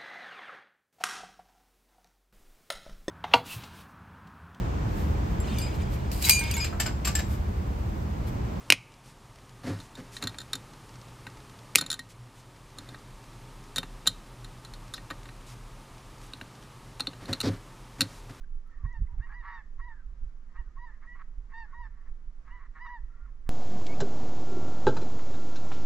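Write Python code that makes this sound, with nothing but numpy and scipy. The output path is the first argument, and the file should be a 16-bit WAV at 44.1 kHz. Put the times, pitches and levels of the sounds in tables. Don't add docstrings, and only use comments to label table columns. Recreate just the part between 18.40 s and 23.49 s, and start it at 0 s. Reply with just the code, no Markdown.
import sys
import numpy as np
from scipy import signal
from scipy.fft import rfft, irfft, next_fast_len
from scipy.io import wavfile
from scipy.ndimage import uniform_filter1d

SR = 44100
rng = np.random.default_rng(int(sys.argv[2]) if len(sys.argv) > 2 else 0)


def unload_audio(sound):
    columns = np.transpose(np.atleast_2d(sound))
    steps = np.round(np.clip(columns, -1, 1) * 32767)
    wavfile.write(sys.argv[1], SR, steps.astype(np.int16))


N = 224557
TIME = np.arange(N) / SR

NOTE_ATTACK_S, NOTE_RELEASE_S = 0.019, 0.044
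RASP_JOIN_S, RASP_EDGE_S = 0.016, 0.028
OPEN_FADE_DB, CLOSE_FADE_DB = 8.5, 5.5
LOCK_S = 0.006

ARCH_POWER = 1.8
FIRST_DB_PER_HZ, OCTAVE_DB_PER_HZ = 0.13, 0.05
FIRST_GROWTH_DB_PER_S, RASP_SAG_HZ_PER_S = 34.5, 875
CATCH_OPEN_DB, CATCH_CLOSE_DB = -3.5, -1
# (start [s], rise [s], fall [s], first pitch [Hz], top pitch [Hz], last pitch [Hz],
# fundamental [dB], octave [dB], brightness [dB], tilt [dB/harmonic], opening rasp [s], opening rasp [dB],
# rasp under note [dB], closing rasp [s], closing rasp [dB])
ARCHED_HONKS = [ (.806, 0.036, 0.02, 760, 942, 942, -64, -51.5, 0, -1, 0.0174, -64, -67.5, 0.079, -59),
                (.895, 0.0285, .033, 790, 850, 781, -64.5, -56.5, -8, -2.5, .01, -76, -66, 0.012, -77),
                (.932, 0.037, 0.061, 887, 983.6, 887, -61, -51, 1, -0.5, 0.047, -58.5, -70, 0.025, -55.5),
                (1.052, 0.044, 0.028, 940, 963.6, 954.4, -52.5, -54.5, 0.5, 1, 0.022, -50.5, -48.5, 0.061, -53.5),
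                (1.06, .088, .066, 825, 934, 829, -54.5, -50, 2.5, -1, .02, -62.5, -60, .016, -79),
                (2.174, 0.017, .023, 905, 954.7, 914, -58.5, -54, 5.5, -7.5, 0.028, -58.5, -66, .01, -77),
                (2.667, 0.048, 0.039, 940, 977.5, 973, -70, -51.5, -5, -6, 0.053, -61.5, -77, 0.076, -59),
                (3.138, 0.0574, 0.057, 907, 922, 848, -49.5, -48, 1.5, 0.23, .04, -58.5, -70.5, 0.02, -70),
                (4.107, 0.041, 0.046, 941, 996, 943, -57.5, -55.5, 7.5, -12, .054, -61.5, -63.5, 0.073, -60),
                (4.39, 0.043, 0.068, 832, 992.5, 837, -50.5, -48, 0.5, 1, 0.048, -59, -65.5, .03, -59),
                (4.468, 0.052, 0.066, 939, 982, 853, -44.5, -49.5, -6, 1.06, .014, -49, -70, 0.034, -76)]


def arched_honks():
    out = np.zeros(N)
    for (start, rise, fall, first_hz, top_hz, last_hz, first_db, octave_db, bright_db, tilt_db,
         open_s, open_db, under_db, close_s, close_db) in ARCHED_HONKS:
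        top, end = start + rise, start + rise + fall
        span = call_span(start - open_s, end + close_s)
        t = TIME[span]
        before = np.clip((top - t) / rise, 0, 1.1)
        after = np.clip((t - top) / fall, 0, 1.1)
        droop_hz = (top_hz - first_hz) * before ** ARCH_POWER + (top_hz - last_hz) * after ** ARCH_POWER
        outside_s = np.abs(t - np.clip(t, start, end))
        hz = top_hz - droop_hz - RASP_SAG_HZ_PER_S * outside_s
        clear = gate(t, start, end, NOTE_ATTACK_S, NOTE_RELEASE_S)
        first = clear * undb(first_db - FIRST_DB_PER_HZ * droop_hz + FIRST_GROWTH_DB_PER_S * (t - top))
        octave = clear * undb(octave_db - OCTAVE_DB_PER_HZ * droop_hz)
        opening = rasp_envelope(t, start, start - open_s, open_db, OPEN_FADE_DB)
        closing = rasp_envelope(t, end, end + close_s, close_db, CLOSE_FADE_DB)
        hoarse = opening + clear * undb(under_db) + closing
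        out[span] += syrinx(t, hz, first, octave, hoarse, bright_db, tilt_db)
        out[span] += catch(t, start - LOCK_S, open_db + CATCH_OPEN_DB)
        out[span] += catch(t, end + LOCK_S, close_db + CATCH_CLOSE_DB)
    return out


CLIMB_HZ_PER_S, SAG_HZ_PER_S = 780, 1500
CRACK_DROP_HZ, CRACK_S = 50.5, 0.014
SWELL_SIGMA_S, SWELL_LEAD_S, OCTAVE_DIP_DB = 0.016, 0.004, 2
CRACK_BRIGHT_DB, CRACK_TILT_DB = 3, 2
CRACK_OPEN_S, CRACK_OPEN_DB, CRACK_UNDER_DB, CRACK_CLOSE_S = 0.024, -61, -79.5, 0.034
# (catch time [s], climb [s], sag [s], top pitch [Hz], fundamental [dB],
# its swell [dB], its gain after crack [dB], octave [dB], brightness [dB], catch [dB], closing rasp [dB])
CRACKED_HONKS = [(0.457, 0.071, 0.048, 987.9, -64, -1.5, 7, -54.5, -8.5, -52.5, -72),
                 (1.403, 0.073, 0.058, 991.5, -63.5, 10.5, 4.5, -53.5, -10.5, -51.5, -66),
                 (2.376, .072, 0.062, 984, -60, 10.5, -4, -56, -8, -52, -67.5),
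                 (3.336, 0.079, 0.058, 984.5, -56.5, 9, -3, -54.5, -7.5, -51.5, -61.5)]


def cracked_honks():
    out = np.zeros(N)
    for (at, climb, sag, top_hz, first_db, swell_db, after_db,
         octave_db, bright_db, catch_db, close_db) in CRACKED_HONKS:
        start, crack, end = at + LOCK_S, at + climb, at + climb + sag
        span = call_span(start - CRACK_OPEN_S, end + RASP_EDGE_S)
        t = TIME[span]
        cracked = np.clip((t - crack) / CRACK_S, 0, 1)
        hz = top_hz - CLIMB_HZ_PER_S * np.maximum(crack - t, 0) - CRACK_DROP_HZ * cracked
        hz -= SAG_HZ_PER_S * np.maximum(t - crack - CRACK_S, 0)
        swell = bell(t, crack - SWELL_LEAD_S, SWELL_SIGMA_S)
        clear = gate(t, start, end, NOTE_ATTACK_S, NOTE_RELEASE_S)
        first = clear * undb(first_db + swell_db * swell + after_db * cracked)
        octave = clear * undb(octave_db - OCTAVE_DIP_DB * swell)
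        opening = rasp_envelope(t, start, start - CRACK_OPEN_S, CRACK_OPEN_DB, OPEN_FADE_DB)
        closing = undb(close_db) * gate(t, end - CRACK_CLOSE_S, end + LOCK_S, RASP_EDGE_S, RASP_EDGE_S)
        hoarse = opening + clear * undb(CRACK_UNDER_DB) + closing
        overtones_db = bright_db + CRACK_BRIGHT_DB * cracked
        out[span] += syrinx(t, hz, first, octave, hoarse, overtones_db, CRACK_TILT_DB)
        out[span] += catch(t, at, catch_db)
    return out


CLEAR_JITTER, HOARSE_JITTER = 0.0058, 0.014
# (frequency [Hz], gain [dB])
UPPER_THROAT = [(2500, -32.5), (2800, -23.5), (3000, -32), (3400, -35.5), (3700, -26.5), (3950, -33.5),
                (4300, -35), (4650, -31.5), (5000, -35), (5550, -38.5), (6000, -47)]


def syrinx(t, hz, first, octave, hoarse, bright_db, tilt_db):
    effort = np.hypot(first, octave)
    roughness = hoarse / (hoarse + effort + 1e-9)
    jitter = (CLEAR_JITTER + HOARSE_JITTER * roughness) * walk(t, 330)
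    phase = cycles(hz * (1 + jitter))
    note = first * np.sin(phase) + octave * np.sin(2 * phase)
    bright = undb(bright_db) * effort * (effort / undb(-44)) ** 0.053
    for step, harmonic in enumerate(range(3, 7)):
        db = np.interp(harmonic * hz, *np.transpose(UPPER_THROAT)) + step * tilt_db
        note += bright * undb(db + 4 * walk(t, 45)) * np.sin(harmonic * phase)
    shimmer = undb(1.2 * walk(t, 140))
    return np.sqrt(2) * note * shimmer + hoarse * rasp(t, hz)


RASP_JITTER, RASP_AIR_DB, RASP_FLUTTER_DB = 0.028, -9, 3
# (frequency [Hz], gain [dB])
THROAT = [(400, -50), (700, -25), (920, -7), (1130, 1), (1330, -4), (1520, -9), (1700, -4), (1900, -3),
          (2130, -9), (2450, -23), (3100, -33), (4500, -35), (6000, -54), (9000, -75)]


def rasp(t, hz):
    beat = cycles(hz / 5 * (1 + RASP_JITTER * walk(t, 260)))
    pulses = sum(np.cos(k * beat + rng.uniform(0, 2 * np.pi)) * undb(3 * walk(t, 70))
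                 for k in range(3, 28))
    puffs = rng.standard_normal(len(t)) * (1 + np.cos(beat))
    return unit(unit(colour(pulses, THROAT)) + undb(RASP_AIR_DB) * unit(colour(puffs, THROAT)))


def rasp_envelope(t, near_s, far_s, db, fade_db):
    length_s = abs(far_s - near_s)
    away_s = (t - near_s) * np.sign(far_s - near_s)
    along = np.clip(away_s / length_s, 0, 1)
    level = undb(db - fade_db * (along - 0.5) + RASP_FLUTTER_DB * walk(t, 90))
    return level * gate(away_s, 0, length_s, RASP_JOIN_S, RASP_EDGE_S)


CATCH_HZ, CATCH_SIGMA_S, CATCH_GLIDE = 1089, 0.0072, 0.025


def catch(t, at, db):
    hz = CATCH_HZ * (1 + CATCH_GLIDE * (t - at) / CATCH_SIGMA_S)
    return np.sqrt(2) * undb(db) * bell(t, at, CATCH_SIGMA_S) * np.sin(cycles(hz))


# (start [s], length [s], first pitch [Hz], last pitch [Hz], tone [dB], rasp [dB])
FAR_CALLS = [(0.032, 0.017, 1507, 1650, -66, -75.5), (0.255, 0.097, 1300, 1267, -71.5, -74),
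             (0.293, 0.13, 1720, 1800, -72.5, -73.5), (0.383, 0.069, 1234, 1073, -70.5, -71.5),
             (.666, 0.016, 1983, 2060, -69, -78), (0.679, 0.088, 965, 927, -70.5, -73.5),
             (0.697, .11, 777, 785.6, -78.5, -85), (1.529, 0.098, 1625, 1524, -70, -74),
             (1.616, .045, 1412, 1140, -73.5, -88), (2.08, .09, 1680, 2197, -82, -72.5),
             (2.215, 0.113, 1815, 1146, -73, -74.5), (2.51, 0.083, 1880, 1669, -69, -68.5),
             (3.268, 0.11, 1466, 1422, -69.5, -69.5), (3.489, .2, 1877, 1780, -76.5, -71),
             (3.65, 0.052, 1162, 1043, -75.5, -67), (4.605, 0.17, 1860, 1806, -80.5, -80),
             (4.701, 0.16, 1350, 1368, -67.5, -72), (4.846, 0.019, 1407, 1263, -62.5, -76),
             (4.851, .055, 1140, 1037, -76, -70), (5.059, 0.083, 1111, 1200, -78.5, -64)]


def far_birds():
    out = np.zeros(N)
    for start, length, first_hz, last_hz, tone_db, rasp_db in FAR_CALLS:
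        span = (TIME >= start) & (TIME < start + length)
        t = TIME[span]
        along = (t - start) / length
        arch = np.abs(np.sin(np.pi * along))
        glide_hz = first_hz + (last_hz - first_hz) * along
        hz = glide_hz * (1 + 0.02 * arch + 0.035 * walk(t, 400))
        tone = np.sqrt(2) * np.sin(cycles(hz)) * undb(tone_db + 4.4 * walk(t, 70))
        cackle = undb(rasp_db) * rasp(t, 900 + 70 * arch + 40 * walk(t, 60))
        out[span] += arch ** 0.43 * (tone + cackle)
    return out


def echo(x, t60_s, wet_db):
    t = TIME[:SR]
    decay = np.exp(-np.log(1000) * t / t60_s) * np.clip(t / 0.03, 0, 1)
    scatter = [(500, -12), (1900, -2), (4000, -6)]
    tails = [colour(rng.standard_normal(SR), scatter) * decay for _ in range(2)]
    ears = [signal.fftconvolve(x, tail / np.sqrt(np.sum(tail ** 2)))[:N] for tail in tails]
    return undb(wet_db) * np.array(ears)


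BREEZE_GAIN_DB, BREEZE_FLUTTER_DB = 3.5, 0.93
# (time [s], level [dB])
BREEZE_LEVELS = [(0.0, -40), (0.21, -46.5), (0.47, -41.5), (0.64, -41.5), (0.95, -42), (1.12, -48),
                 (2.03, -44.5), (2.23, -47.5), (2.82, -45.5), (2.96, -44.5), (4.59, -46.5), (5.09, -43)]
# (time [s], sigma [s], level [dB])
BREEZE_SWELLS = [(.15, 0.041, -31.5), (1.389, .06, -36), (1.691, 0.033, -39), (1.85, 0.022, -28),
                 (2.211, 0.015, -32), (2.381, 0.016, -34.5), (2.985, 0.0071, -33), (3.42, 0.026, -36),
                 (3.702, .03, -33), (3.879, 0.013, -35.5), (4.64, 0.012, -32.5), (5.08, 0.02, -34.5)]
# (frequency [Hz], gain [dB])
BREEZE_SPECTRUM = [(8, -11.5), (18, 12.5), (30, -1.5), (45, 0), (60, -17), (80, -28.5), (110, -30.5),
                   (200, -43), (400, -66), (900, -84), (3000, -120)]


def breeze():
    eddies = noise(BREEZE_SPECTRUM)
    eddies /= np.sqrt(uniform_filter1d(eddies ** 2, SR // 8))
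    base_db = np.interp(TIME, *np.transpose(BREEZE_LEVELS)) + BREEZE_GAIN_DB
    base = undb(base_db + BREEZE_FLUTTER_DB * walk(TIME, 18))
    swells = sum(undb(db) * bell(TIME, at, sigma_s) for at, sigma_s, db in BREEZE_SWELLS)
    return eddies * np.hypot(base, swells)


# (time [s], sigma [s], level [dB])
GUSTS = [(.459, 0.015, -27.5), (0.614, .014, -22.5), (0.645, 0.0058, -31), (0.736, 0.01, -37),
         (0.794, 0.015, -27)]
# (frequency [Hz], gain [dB])
GUST_SPECTRUM = [(15, -16.5), (35, 15.5), (60, 5), (90, -3), (140, -8), (200, -31), (350, -59.5),
                 (800, -77.5), (3000, -120)]


def gusts():
    out = np.zeros(N)
    for at, sigma_s, db in GUSTS:
        envelope = bell(TIME, at, sigma_s)
        slap = noise(GUST_SPECTRUM) * envelope
        out += undb(db) * slap * np.sqrt(np.sum(envelope ** 2) / np.sum(slap ** 2))
    return out


# (time [s], ring [Hz], peak [dB])
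STEM_TICKS = [(0.274, 11400, -71), (.315, 10700, -82), (0.439, 9300, -78), (0.528, 6270, -65),
              (.94, 10000, -81), (1.178, 12100, -79), (3.247, 11900, -83)]


def grass():
    out, t = np.zeros(N + SR), TIME[:SR // 20]
    for at, hz, db in STEM_TICKS:
        snap = rng.standard_normal(len(t)) * np.exp(-t / 0.0026)
        tick = colour(snap, [(0.57 * hz, -40), (0.86 * hz, 0), (1.05 * hz, 0), (1.5 * hz, -40)])
        start = int(at * SR)
        out[start:start + len(t)] += undb(db) * tick / np.abs(tick).max()
    return out[:N]


MARSH_DB, MARSH_SWAY_DB = -68, 0.5
# (frequency [Hz], gain [dB])
MARSH_SPECTRUM = [(40, -13.5), (110, -1), (210, -1.5), (320, -10.5), (500, -13.5), (780, -17), (1150, -13),
                  (1900, -19), (2500, -26.5), (3800, -31.5), (6000, -30.5), (7400, -34), (8800, -47.5),
                  (12400, -47)]
# (frequency [Hz], side re mid [dB])
MARSH_WIDTH = [(100, -8), (300, -1.5), (1200, -1.5), (3000, -2), (8000, -3)]


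def marsh():
    mid = noise(MARSH_SPECTRUM)
    side = colour(noise(MARSH_SPECTRUM), MARSH_WIDTH)
    left = colour(mid - side, [(300, -5), (700, -1.5), (3000, -0.2)])
    right = colour(mid + side, [(300, 2.5), (700, 0.8), (3000, 0.2)])
    return np.array([left, right]) * undb(MARSH_DB + MARSH_SWAY_DB * walk(TIME, 9.6))


def undb(db):
    return 10 ** (np.asarray(db) / 20)


def unit(x):
    return x / np.sqrt(np.mean(x ** 2))


def colour(x, points):
    hz, db = np.transpose(points)
    size = next_fast_len(len(x) + 2048)
    bins_hz = np.maximum(np.arange(size // 2 + 1) * SR / size, 1)
    gain = undb(np.interp(np.log(bins_hz), np.log(hz), db))
    return irfft(rfft(x, size) * gain, size)[:len(x)]


def noise(points):
    return unit(colour(rng.standard_normal(N), points))


def walk(t, rate_hz):
    knots = rng.standard_normal(4096)
    return 1.2 * np.interp((t - t[0]) * rate_hz, np.arange(len(knots)), knots)


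def pan(x, balance_db):
    gain = np.sqrt(undb(balance_db))
    return np.array([x * gain, x / gain])


def cycles(hz):
    return 2 * np.pi * np.cumsum(hz) / SR


def bell(t, at, sigma_s):
    return np.exp(-0.5 * ((t - at) / sigma_s) ** 2)


def gate(t, start, end, attack_s, release_s):
    opening = np.clip(np.minimum((t - start) / attack_s, (end - t) / release_s) + 0.5, 0, 1)
    return np.sin(np.pi / 2 * opening) ** 2


def call_span(start, end):
    return (TIME > start - RASP_EDGE_S) & (TIME < end + RASP_EDGE_S)


def scene():
    flock = arched_honks() + cracked_honks() + far_birds()
    direct = pan(flock, balance_db=-1.6)
    direct[0] = np.interp(TIME - 3.5e-5, TIME, direct[0])
    tail = echo(flock, t60_s=0.41, wet_db=-18.5)
    wind = pan(breeze() + gusts(), balance_db=-6.1)
    return direct + tail + wind + pan(grass(), balance_db=-1.5) + marsh()


OVERLOAD_PEAK, LOWPASS_HZ = 0.115, 12400


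def record(dry):
    rounded = dry / (1 + (dry / OVERLOAD_PEAK) ** 4) ** 0.25
    lowpass = signal.ellip(8, 0.2, 70, LOWPASS_HZ, fs=SR, output="sos")
    return signal.sosfilt(lowpass, rounded)


dry = scene()
out = record(dry)
unload_audio(out)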